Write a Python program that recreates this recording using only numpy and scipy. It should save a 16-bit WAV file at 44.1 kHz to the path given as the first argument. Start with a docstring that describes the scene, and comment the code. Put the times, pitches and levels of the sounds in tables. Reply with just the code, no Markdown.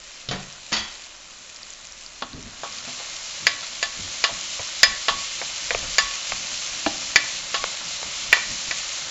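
"""Vegetables sizzle in oil in a metal pot: dense random bubble clicks and hiss, filtered for far and near.
The place is a tiled kitchen with a short noise tail; a small mono camera moves up close to the pot.
At first crockery, as ringing modes and noise bursts, is set down on a wooden counter, and lone oil pops
stand out as brief sine pulses. Then a wooden spoon stirs, striking the modes of the pot wall and floor.
The camera microphone stops near 8 kHz and the hardest knocks overload it."""
import sys
import numpy as np
from scipy import signal
from scipy.fft import rfft, irfft, next_fast_len
from scipy.io import wavfile
from scipy.ndimage import uniform_filter1d

SR = 44100
rng = np.random.default_rng(int(sys.argv[2]) if len(sys.argv) > 2 else 0)


def put_to_file(sound):
    """Save the sound as 16-bit audio at rate SR, in the file named by the first command-line argument."""
    columns = np.atleast_2d(sound).T  # one column per channel
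    safe = np.clip(columns, -1, 1)
    whole_steps = np.round(safe * 32767)
    wavfile.write(sys.argv[1], SR, whole_steps.astype(np.int16))


def gain_from_db(level_db):
    """Convert decibel levels to linear amplitude factors (20 dB per decade)."""
    decades = np.asarray(level_db, float) / 20
    return 10 ** decades


N = 401483
TIME_S = np.arange(N) / SR

# frying level over time: time_s, fizz_db, simmer_db
FRYING_LEVELS = [(0.0, -41.5, -51), (0.88, -39, -50.5), (1.27, -41, -51.5), (2.2, -40.5, -51.5),
                 (2.36, -42.5, -50), (2.86, -33.5, -44.5), (3.9, -32, -45.5), (4.2, -30, -43.5),
                 (5.22, -28.5, -44.5), (5.75, -29.5, -41.5), (6.18, -28, -42.5), (6.79, -29, -43),
                 (7.98, -30, -42), (8.29, -28.5, -43), (9.1, -29, -41.5)]
# spectrum of the fizz from across the room: frequency_hz, density_db (per Hz)
FAR_FIZZ = [(820, -45.5), (1400, -32), (1940, -4), (2210, -32), (2390, 3), (2820, -5), (5960, -9.5),
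            (7120, -2), (7700, 9.5), (10000, -27.5), (16900, -120)]
# spectrum of the fizz from just above the pot: frequency_hz, density_db (per Hz)
NEAR_FIZZ = [(820, -53.5), (1400, -14.5), (1490, -45), (1810, -9.5), (1970, -19.5), (2090, -1.5),
             (2290, -5.5), (2550, -5), (2980, -0.5), (3230, -3), (4230, 0.5), (4570, -2.5), (7070, -0.5),
             (7480, 6), (7700, -8.5), (10000, -38), (16900, -120)]
# spectrum of the lower wet simmer: frequency_hz, density_db (per Hz)
SIMMER_SPECTRUM = [(180, -68), (300, -29), (334, -5.5), (388, -25), (547, -1), (809, -6), (1120, -1.5),
                   (1970, -3.5), (2200, -6), (2860, -18.5), (4840, -120)]
# the camera comes up to the pot between two times; closeness 0-1 before and after
APPROACH_S, CLOSENESS = (2.25, 2.75), (0.56, 0.8)

# the loudest oil pops: start_s, peak_db, pitch_hz
LOUD_POPS = [(0.4644, -32, 6300), (0.5262, -25.5, 5750), (0.9572, -32, 4530), (1.5449, -24.5, 7200),
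             (1.5617, -25, 5180), (1.6312, -22.5, 4700), (1.704, -20, 7000), (1.736, -25, 6070),
             (1.8704, -25.5, 6300), (1.9225, -23.5, 5730), (2.0627, -22, 4760), (2.3316, -25.5, 4260),
             (2.4274, -25, 5820), (2.7244, -22, 5270), (2.785, -22, 4660), (8.3954, -30, 4240)]
SMALL_POPS_PER_S, SMALL_POPS_UNTIL_S = 4, 2.8
# scatter is the most that a small pop lies above or below the middle level
SMALL_POPS_DB, SMALL_POPS_SCATTER_DB, SMALL_POPS_HZ = -31, 3, (3200, 6500)

# spoon on pot, and how freely the metal rings (food or hand chokes it):
# start_s, clank_db, thud_db, wall_ring_db (peak in each region), free (0-1)
SPOON_KNOCKS = [(2.2224, -24, -19, -18.5, 0.45), (2.634, -38, -20.5, -23, 0.68),
                (2.879, -50, -32.5, -41, 0.9), (3.0, -39, -30.5, -43, 1), (3.4682, -1.5, -25, -24, 0.94),
                (3.628, -34, -38, -33.5, 0.7), (3.8281, -7.5, -24.5, -26.5, 0.95),
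                (4.2401, -6, -21.5, -17, 0.96), (4.29, -51, -26, -52, 1), (4.595, -23, -24.5, -52, 0.7),
                (4.8315, 3.5, -19, -17, 0.96), (5.0835, -8, -16, -12.5, 0.87),
                (5.4153, -19.5, -19.5, -47, 0.4), (5.7065, -8.5, -20, -30, 0.51),
                (5.7478, -10.5, -11.5, -37, 0.21), (5.9834, -3.5, -24, -18, 1),
                (6.3203, -12.5, -21.5, -20, 0.21), (6.8628, -12.5, -10, -24, 0.51),
                (7.1587, 2.5, -24.5, -24, 0.91), (7.5432, -14, -22.5, -19, 1), (7.64, -10, -15, -13, 0),
                (8.0294, -22.5, -21, -46, 0.1), (8.328, 5.5, -20.5, -19.5, 0.75),
                (8.368, -19, -22.5, -25.5, 0.5), (8.7106, -12, -32, -36.5, 0.95)]
# regions of pot modes, in order clank, thud, wall ring, bright, tick: low_hz, high_hz
POT_REGIONS_HZ = [(1420, 2600), (400, 1000), (1000, 1420), (2600, 4000), (4000, 7600)]
# pot modes, one value each: pitch_hz
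POT_MODES_HZ = [570, 690, 812, 1116, 1344, 1522, 1755, 1960, 1995, 2218, 2362, 2745, 2850, 3250, 3465, 3860,
                4260, 4605, 4760, 4945, 5044, 5147, 6412, 6845]
# pot modes, one value each: level_db before the scatter of each blow
POT_MODES_DB = [-2.5, -0.5, -5, -2, -10.5, -7.5, 3.5, -8.5, -1.5, -7.5, -6, -7.5, -2.5, -12, -0.5, -22, -10,
                -1, -5.5, -5.5, -6.5, -7.5, -16, -2.5]
# pot modes, one value each: t60_s when quite free
POT_MODES_T60_S = [.07, .24, .2, .4, .13, .12, .12, .28, .11, .09, .11, .14, .09, .06, .13, .09, .07, .1,
                   .09, .11, .12, .1, .08, .07]
# wooden crack that comes with each region: low_hz, high_hz, level_db over a free ring, t60_s when free
WOODEN_CRACK = [(1638, 2640, 1.5, 0.033), (424, 950, -2, 0.11), (980, 1430, 0, 0.2), (2880, 4460, 0, 0.17),
                (3540, 7000, -1.5, 0.042)]
# the two top regions follow the lower ones:
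# db when free, db per db of clank, db per db of wall ring, db lost when fully choked
BRIGHT, TICK = (1.4, 0.37, 0.52, 5.2), (8.3, 1.17, 0.13, 62)
# the next touch of the spoon stills what is left of a ring
CHOKE_T60_S = 0.05
# modes have a close twin, a little elsewhere for each blow: spread and share at TWIN_REF_HZ and above;
# lower modes have closer, weaker twins
BEAT_HZ, BEAT_SHARE, TWIN_REF_HZ = 60, 0.7, 4000

# crockery set down, with its bounces:
# start_s, counter_db, clatter_db, china_ring_db, free (share of full ring time, 0-1)
DISH_CONTACTS = [(0.288, -25.5, -26, -11.5, 0.25), (.312, -18.5, -15.5, -17.5, 0.58),
                 (.718, -27.5, -31, -35.5, 0.6), (0.7215, -21.5, -14.5, -17.5, 0.47),
                 (.728, -43.5, -10.5, -9, 0.63), (0.7347, -40, -17, -15.5, 1),
                 (.765, -36, -18.5, -12, 0.87)]
# wooden counter modes: pitch_hz, level_db, t60_s when free
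COUNTER_MODES = [(593, 0, .3), (719, 15, 0.27), (1010, -19, 0.23)]
# china modes: pitch_hz, level_db, t60_s when free
CHINA_MODES = [(1475, -5, .5), (1863, -3, .45), (1970, -3, .5), (2283, -6, .4), (2665, -6, .25),
               (3095, -5, .35), (3354, -3, .36), (3677, -7, .35), (4161, -8, .35), (4630, -2, .42),
               (5367, -6, .45), (6202, -6, .45), (6907, -5, .3)]
# low bumps through counter, stove and handle: start_s, level_db, pitch_hz, t60_s
LOW_BUMPS = [(0.287, -27, 136, 0.51), (0.311, -25, 188.5, 0.41), (0.723, -28, 216, 0.27),
             (2.221, -34, 257, 0.2), (2.33, -40, 163, 0.13), (2.874, -34, 246, 0.26),
             (3.994, -33.5, 93.6, 0.38), (4.596, -32, 92.5, 0.1), (6.865, -13, 313, 0.06),
             (7.155, -32, 299, 0.18), (8.499, -34, 72.7, 0.17)]

# sends to the room tail, from the pot side and from the far counter
ROOM_T60_S, NEAR_ROOM_DB, FAR_ROOM_DB = 0.47, -19, -11
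# low rumble of the hand-held camera and the stove at rest, about which it wanders:
# (deep_db, upper_db) across the room and at the pot
REST_FAR, REST_NEAR = (-60.5, -66), (-59, -56)
# lurches of the rumble, at their height: time_s, deep_db, upper_db
RUMBLE_LURCHES = [(0.33, -40, -39.5), (0.79, -43, -51), (2.34, -47, -38.5), (2.46, -44, -47),
                  (2.81, -61, -61), (3.14, -54, -53), (3.47, -64, -43.5), (4.0, -49, -39.5),
                  (4.33, -50, -43), (4.89, -42.5, -46), (5.14, -41.5, -42.5), (5.75, -38, -44),
                  (5.84, -37, -40.5), (6.03, -41.5, -48), (6.33, -44, -43), (6.72, -49, -62),
                  (6.871, -44, -60), (7.17, -62, -49), (7.63, -44, -45), (8.06, -53, -44), (8.31, -45, -51),
                  (8.51, -47, -43), (8.69, -49, -64)]
LURCH_RISE_DB_PER_S, LURCH_FALL_DB_PER_S = 260, 120
ROOM_TONE_DB, ROOM_TONE_HZ = -63, (170, 480)
# the microphone is silent from here up
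TOP_HZ = 8745


def band(x, lo_hz, hi_hz):
    """Causal band-pass."""
    return signal.sosfilt(signal.butter(N=2, Wn=[lo_hz, hi_hz], btype="band", fs=SR, output="sos"), x)


def unit(x):
    """Scale to rms 1."""
    return x / np.sqrt(np.mean(x ** 2))


def colour(x, table):
    """Filter x by a curve of (Hz, dB) points, then scale to rms 1."""
    hz, db = np.transpose(table)
    size = next_fast_len(N)
    f = np.maximum(np.arange(size // 2 + 1) * SR / size, 1)
    gain = gain_from_db(np.interp(np.log(f), np.log(hz), db))
    return unit(irfft(rfft(x, size) * gain, size)[:N])


def curves(table):
    """Columns of a timed table, one value a sample."""
    s, *columns = np.transpose(table)
    return [np.interp(TIME_S, s, c) for c in columns]


def fade(t60, t):
    """Falls 60 dB in t60 seconds."""
    return np.exp(-np.log(1000) * t / max(t60, .001))


def add(out, s, x):
    """Mix x into out from time s."""
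    i = int(s * SR)
    out[i:i + len(x)] += x[:N - i]


def walk(rate):
    """Random levels held 1 / rate s and slewed twice; spread near 1."""
    k = int(SR / rate)
    held = np.repeat(rng.standard_normal(N // k + 1), k)
    return 1.32 * uniform_filter1d(uniform_filter1d(held, k), k)[:N]


def ring(modes, t, scatter_db, free):
    """Struck modes in beating pairs, peak 1; each blow weights them anew and free scales the ring time."""
    x = 0
    for hz, db, t60 in modes:
        size, apart = rng.standard_normal(2)
        high = min(hz / TWIN_REF_HZ, 1)
        twin_hz = hz + BEAT_HZ * high * apart
        pair = np.sin(2 * np.pi * hz * t) + BEAT_SHARE * high * np.sin(2 * np.pi * twin_hz * t)
        x = x + gain_from_db(db + scatter_db * size) * fade(free * t60, t) * pair
    return x / np.abs(x).max()


def burst(lo_hz, hi_hz, t60, t):
    """A sharp tick that trails off in a band of noise, peak 1."""
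    push = rng.standard_normal(len(t)) * fade(t60, t)
    push[0] = 8.4
    x = band(push, lo_hz, hi_hz)
    return x / np.abs(x).max()


def flicker(x, depth_db, rate):
    """Overlapping third-octave parts of x, from 1 kHz up, each waver in level on their own."""
    size = next_fast_len(N)
    spectrum = rfft(x, size)
    hz = np.maximum(np.arange(len(spectrum)) * SR / size, 1)
    step = 3 * np.log2(hz / 1000)
    parts = (irfft(spectrum * np.clip(1 - np.abs(step - k), 0, 1), size)[:N] for k in range(11))
    return sum(gain_from_db(depth_db * walk(rate)) * part for part in parts)


def bubbles(per_s, spread_db, hiss):
    """Steam bubbles bursting through oil: dense clicks of uneven size over a smooth hiss."""
    where = rng.random(N) < per_s / SR
    push = where * rng.standard_normal(N)
    clicks = push * gain_from_db(spread_db * np.minimum(rng.exponential(size=N), 4))
    return unit(clicks) + hiss * rng.standard_normal(N)


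def frying():
    """Fizz sparser from afar, shaped by the pot's hollow up close, over a lower wet simmer."""
    fizz_db, simmer_db = curves(FRYING_LEVELS)
    close = np.clip(np.interp(TIME_S, APPROACH_S, CLOSENESS), 0, 1)
    far = colour(bubbles(690, 3.1, 0.38), FAR_FIZZ)
    near = colour(bubbles(1800, 3.4, 1.96), NEAR_FIZZ)
    blend = np.sqrt(1 - close) * far + np.sqrt(close) * near
    fizz = flicker(blend, 0.48, 8) * gain_from_db(0.8 * walk(25))
    simmer = colour(bubbles(500, 3.2, 1.8), SIMMER_SPECTRUM) * gain_from_db(0.21 * walk(9.5))
    return gain_from_db(fizz_db) * unit(fizz) + gain_from_db(simmer_db) * simmer


def pops():
    """Each pop is a few cycles of a small bubble that swells and collapses; small ones come at random."""
    out, t = np.zeros(N), TIME_S[:SR // 50]
    count = int(SMALL_POPS_PER_S * SMALL_POPS_UNTIL_S)
    when, pitch, size = rng.random((count, 3)).T
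    small_db = SMALL_POPS_DB + 2 * SMALL_POPS_SCATTER_DB * (size - .5)
    small = zip(when * SMALL_POPS_UNTIL_S, small_db, np.interp(pitch, (0, 1), SMALL_POPS_HZ))
    for s, db, hz in [*LOUD_POPS, *small]:
        # the swell is at its height after 1.6 cycles
        u = t * hz / 1.6
        add(out, s, gain_from_db(db) * u * np.exp(1 - u) * np.sin(2 * np.pi * hz * t))
    return out


def spoon():
    """Where the spoon lands sets how hard each region of pot modes rings; a wooden crack starts it."""
    out, t = np.zeros(N), TIME_S[:SR // 2]
    pot = list(zip(POT_MODES_HZ, POT_MODES_DB, POT_MODES_T60_S))
    next_starts = [knock[0] for knock in SPOON_KNOCKS[1:]] + [N / SR]
    for (s, clank_db, thud_db, wall_db, free), next_s in zip(SPOON_KNOCKS, next_starts):
        free = np.clip(free, .08, 1.2)
        stilled = fade(CHOKE_T60_S, np.maximum(t - (next_s - s), 0))
        top_db = [db + a * clank_db + b * wall_db - choke_db * (1 - free)
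                  for db, a, b, choke_db in (BRIGHT, TICK)]
        levels_db = [clank_db, thud_db, wall_db, *top_db]
        for (lo, hi), db, crack in zip(POT_REGIONS_HZ, levels_db, WOODEN_CRACK):
            lo_hz, hi_hz, crack_db, t60 = crack
            metal = free * ring([m for m in pot if lo <= m[0] < hi], t, 2.5, free)
            x = metal + gain_from_db(crack_db) * burst(lo_hz, hi_hz, free * t60, t)
            add(out, s, gain_from_db(db) * stilled * x / np.abs(x).max())
    # the knocks carry nothing below about 420 Hz
    return band(out, 420, 21000)


def crockery():
    """The counter knocks, the contact clatters, the china rings on."""
    out, t = np.zeros(N), TIME_S[:SR * 3 // 4]
    low = [m for m in CHINA_MODES if m[0] < 3000]
    high = [m for m in CHINA_MODES if m[0] >= 3000]
    for s, counter_db, clatter_db, china_db, free in DISH_CONTACTS:
        # a held dish gives a duller tick and hardly rings
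        free = np.clip(free, .05, 1.1)
        knock = 0.36 * ring(COUNTER_MODES, t, 1.9, free) + 0.64 * burst(330, 1540, 0.44 * free, t)
        clatter = 0.29 * free * ring(low, t, 1.1, free) + .8 * burst(830, 4100, 0.35 * free, t)
        tick = burst(2800, 3300 + 4800 * free, .22 * free, t)
        china = 1.2 * free * ring(high, t, 1.6, free) + .6 * tick
        add(out, s, gain_from_db(counter_db) * knock)
        add(out, s, gain_from_db(clatter_db) * clatter)
        add(out, s, gain_from_db(china_db) * china)
    return out


def bumps():
    """Bumps through counter, stove and handle: a low decaying boom with a rough edge of noise."""
    out, t = np.zeros(N), TIME_S[:SR // 2]
    for s, db, hz, t60 in LOW_BUMPS:
        boom = fade(t60, t) * np.sin(2 * np.pi * hz * t)
        add(out, s, gain_from_db(db) * (0.63 * boom + 0.5 * burst(0.51 * hz, 1.87 * hz, t60, t)))
    return out


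def room(near, far):
    """Short tiled-room tail that builds after a few milliseconds; the far counter gets more of it."""
    t = TIME_S[:SR // 2]
    noise = band(rng.standard_normal(len(t)), 140, 3700)
    tail = noise * fade(ROOM_T60_S, t) * (1 - np.exp(-t / .004))
    send = gain_from_db(NEAR_ROOM_DB) * near + gain_from_db(FAR_ROOM_DB) * far
    return signal.fftconvolve(send, tail / np.sqrt(np.sum(tail ** 2)))[:N]


def rumble():
    """Low noise in two bands lurches as the camera moves, climbing fast and sinking slower; a room tone."""
    deep_db, upper_db = (np.interp(TIME_S, APPROACH_S, pair) + 2.7 * walk(4.6)
                         for pair in zip(REST_FAR, REST_NEAR))
    for s, deep_top_db, upper_top_db in RUMBLE_LURCHES:
        slope = np.where(TIME_S < s, LURCH_RISE_DB_PER_S, LURCH_FALL_DB_PER_S)
        below_db = slope * np.abs(TIME_S - s)
        deep_db = np.maximum(deep_db, deep_top_db - below_db)
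        upper_db = np.maximum(upper_db, upper_top_db - below_db)
    deep = unit(band(rng.standard_normal(N), 12, 52))
    upper = unit(band(rng.standard_normal(N), 75, 270) * gain_from_db(2.5 * walk(30)))
    tone = unit(band(rng.standard_normal(N), *ROOM_TONE_HZ))
    return gain_from_db(deep_db) * deep + gain_from_db(upper_db) * upper + gain_from_db(ROOM_TONE_DB) * tone


def scene():
    """Pot and counter with their room tail, over frying and rumble; the same mono in both channels."""
    near, far = spoon() + pops() + bumps(), crockery()
    mono = near + far + room(near, far) + frying() + rumble()
    return np.array([mono, mono])


def low_pass(x):
    """Removes everything above the highest recorded frequency."""
    return signal.sosfilt(signal.butter(12, 7880, fs=SR, output="sos"), x)


def record(dry):
    """The camera microphone: a steep top cut, then the hardest knocks hit full scale."""
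    cut = signal.sosfilt(signal.cheby2(N=12, rs=70, Wn=TOP_HZ, fs=SR, output="sos"), dry)
    overloaded = np.clip(cut, -1, 1)
    return low_pass(overloaded)


dry = scene()
out = record(dry)
put_to_file(out)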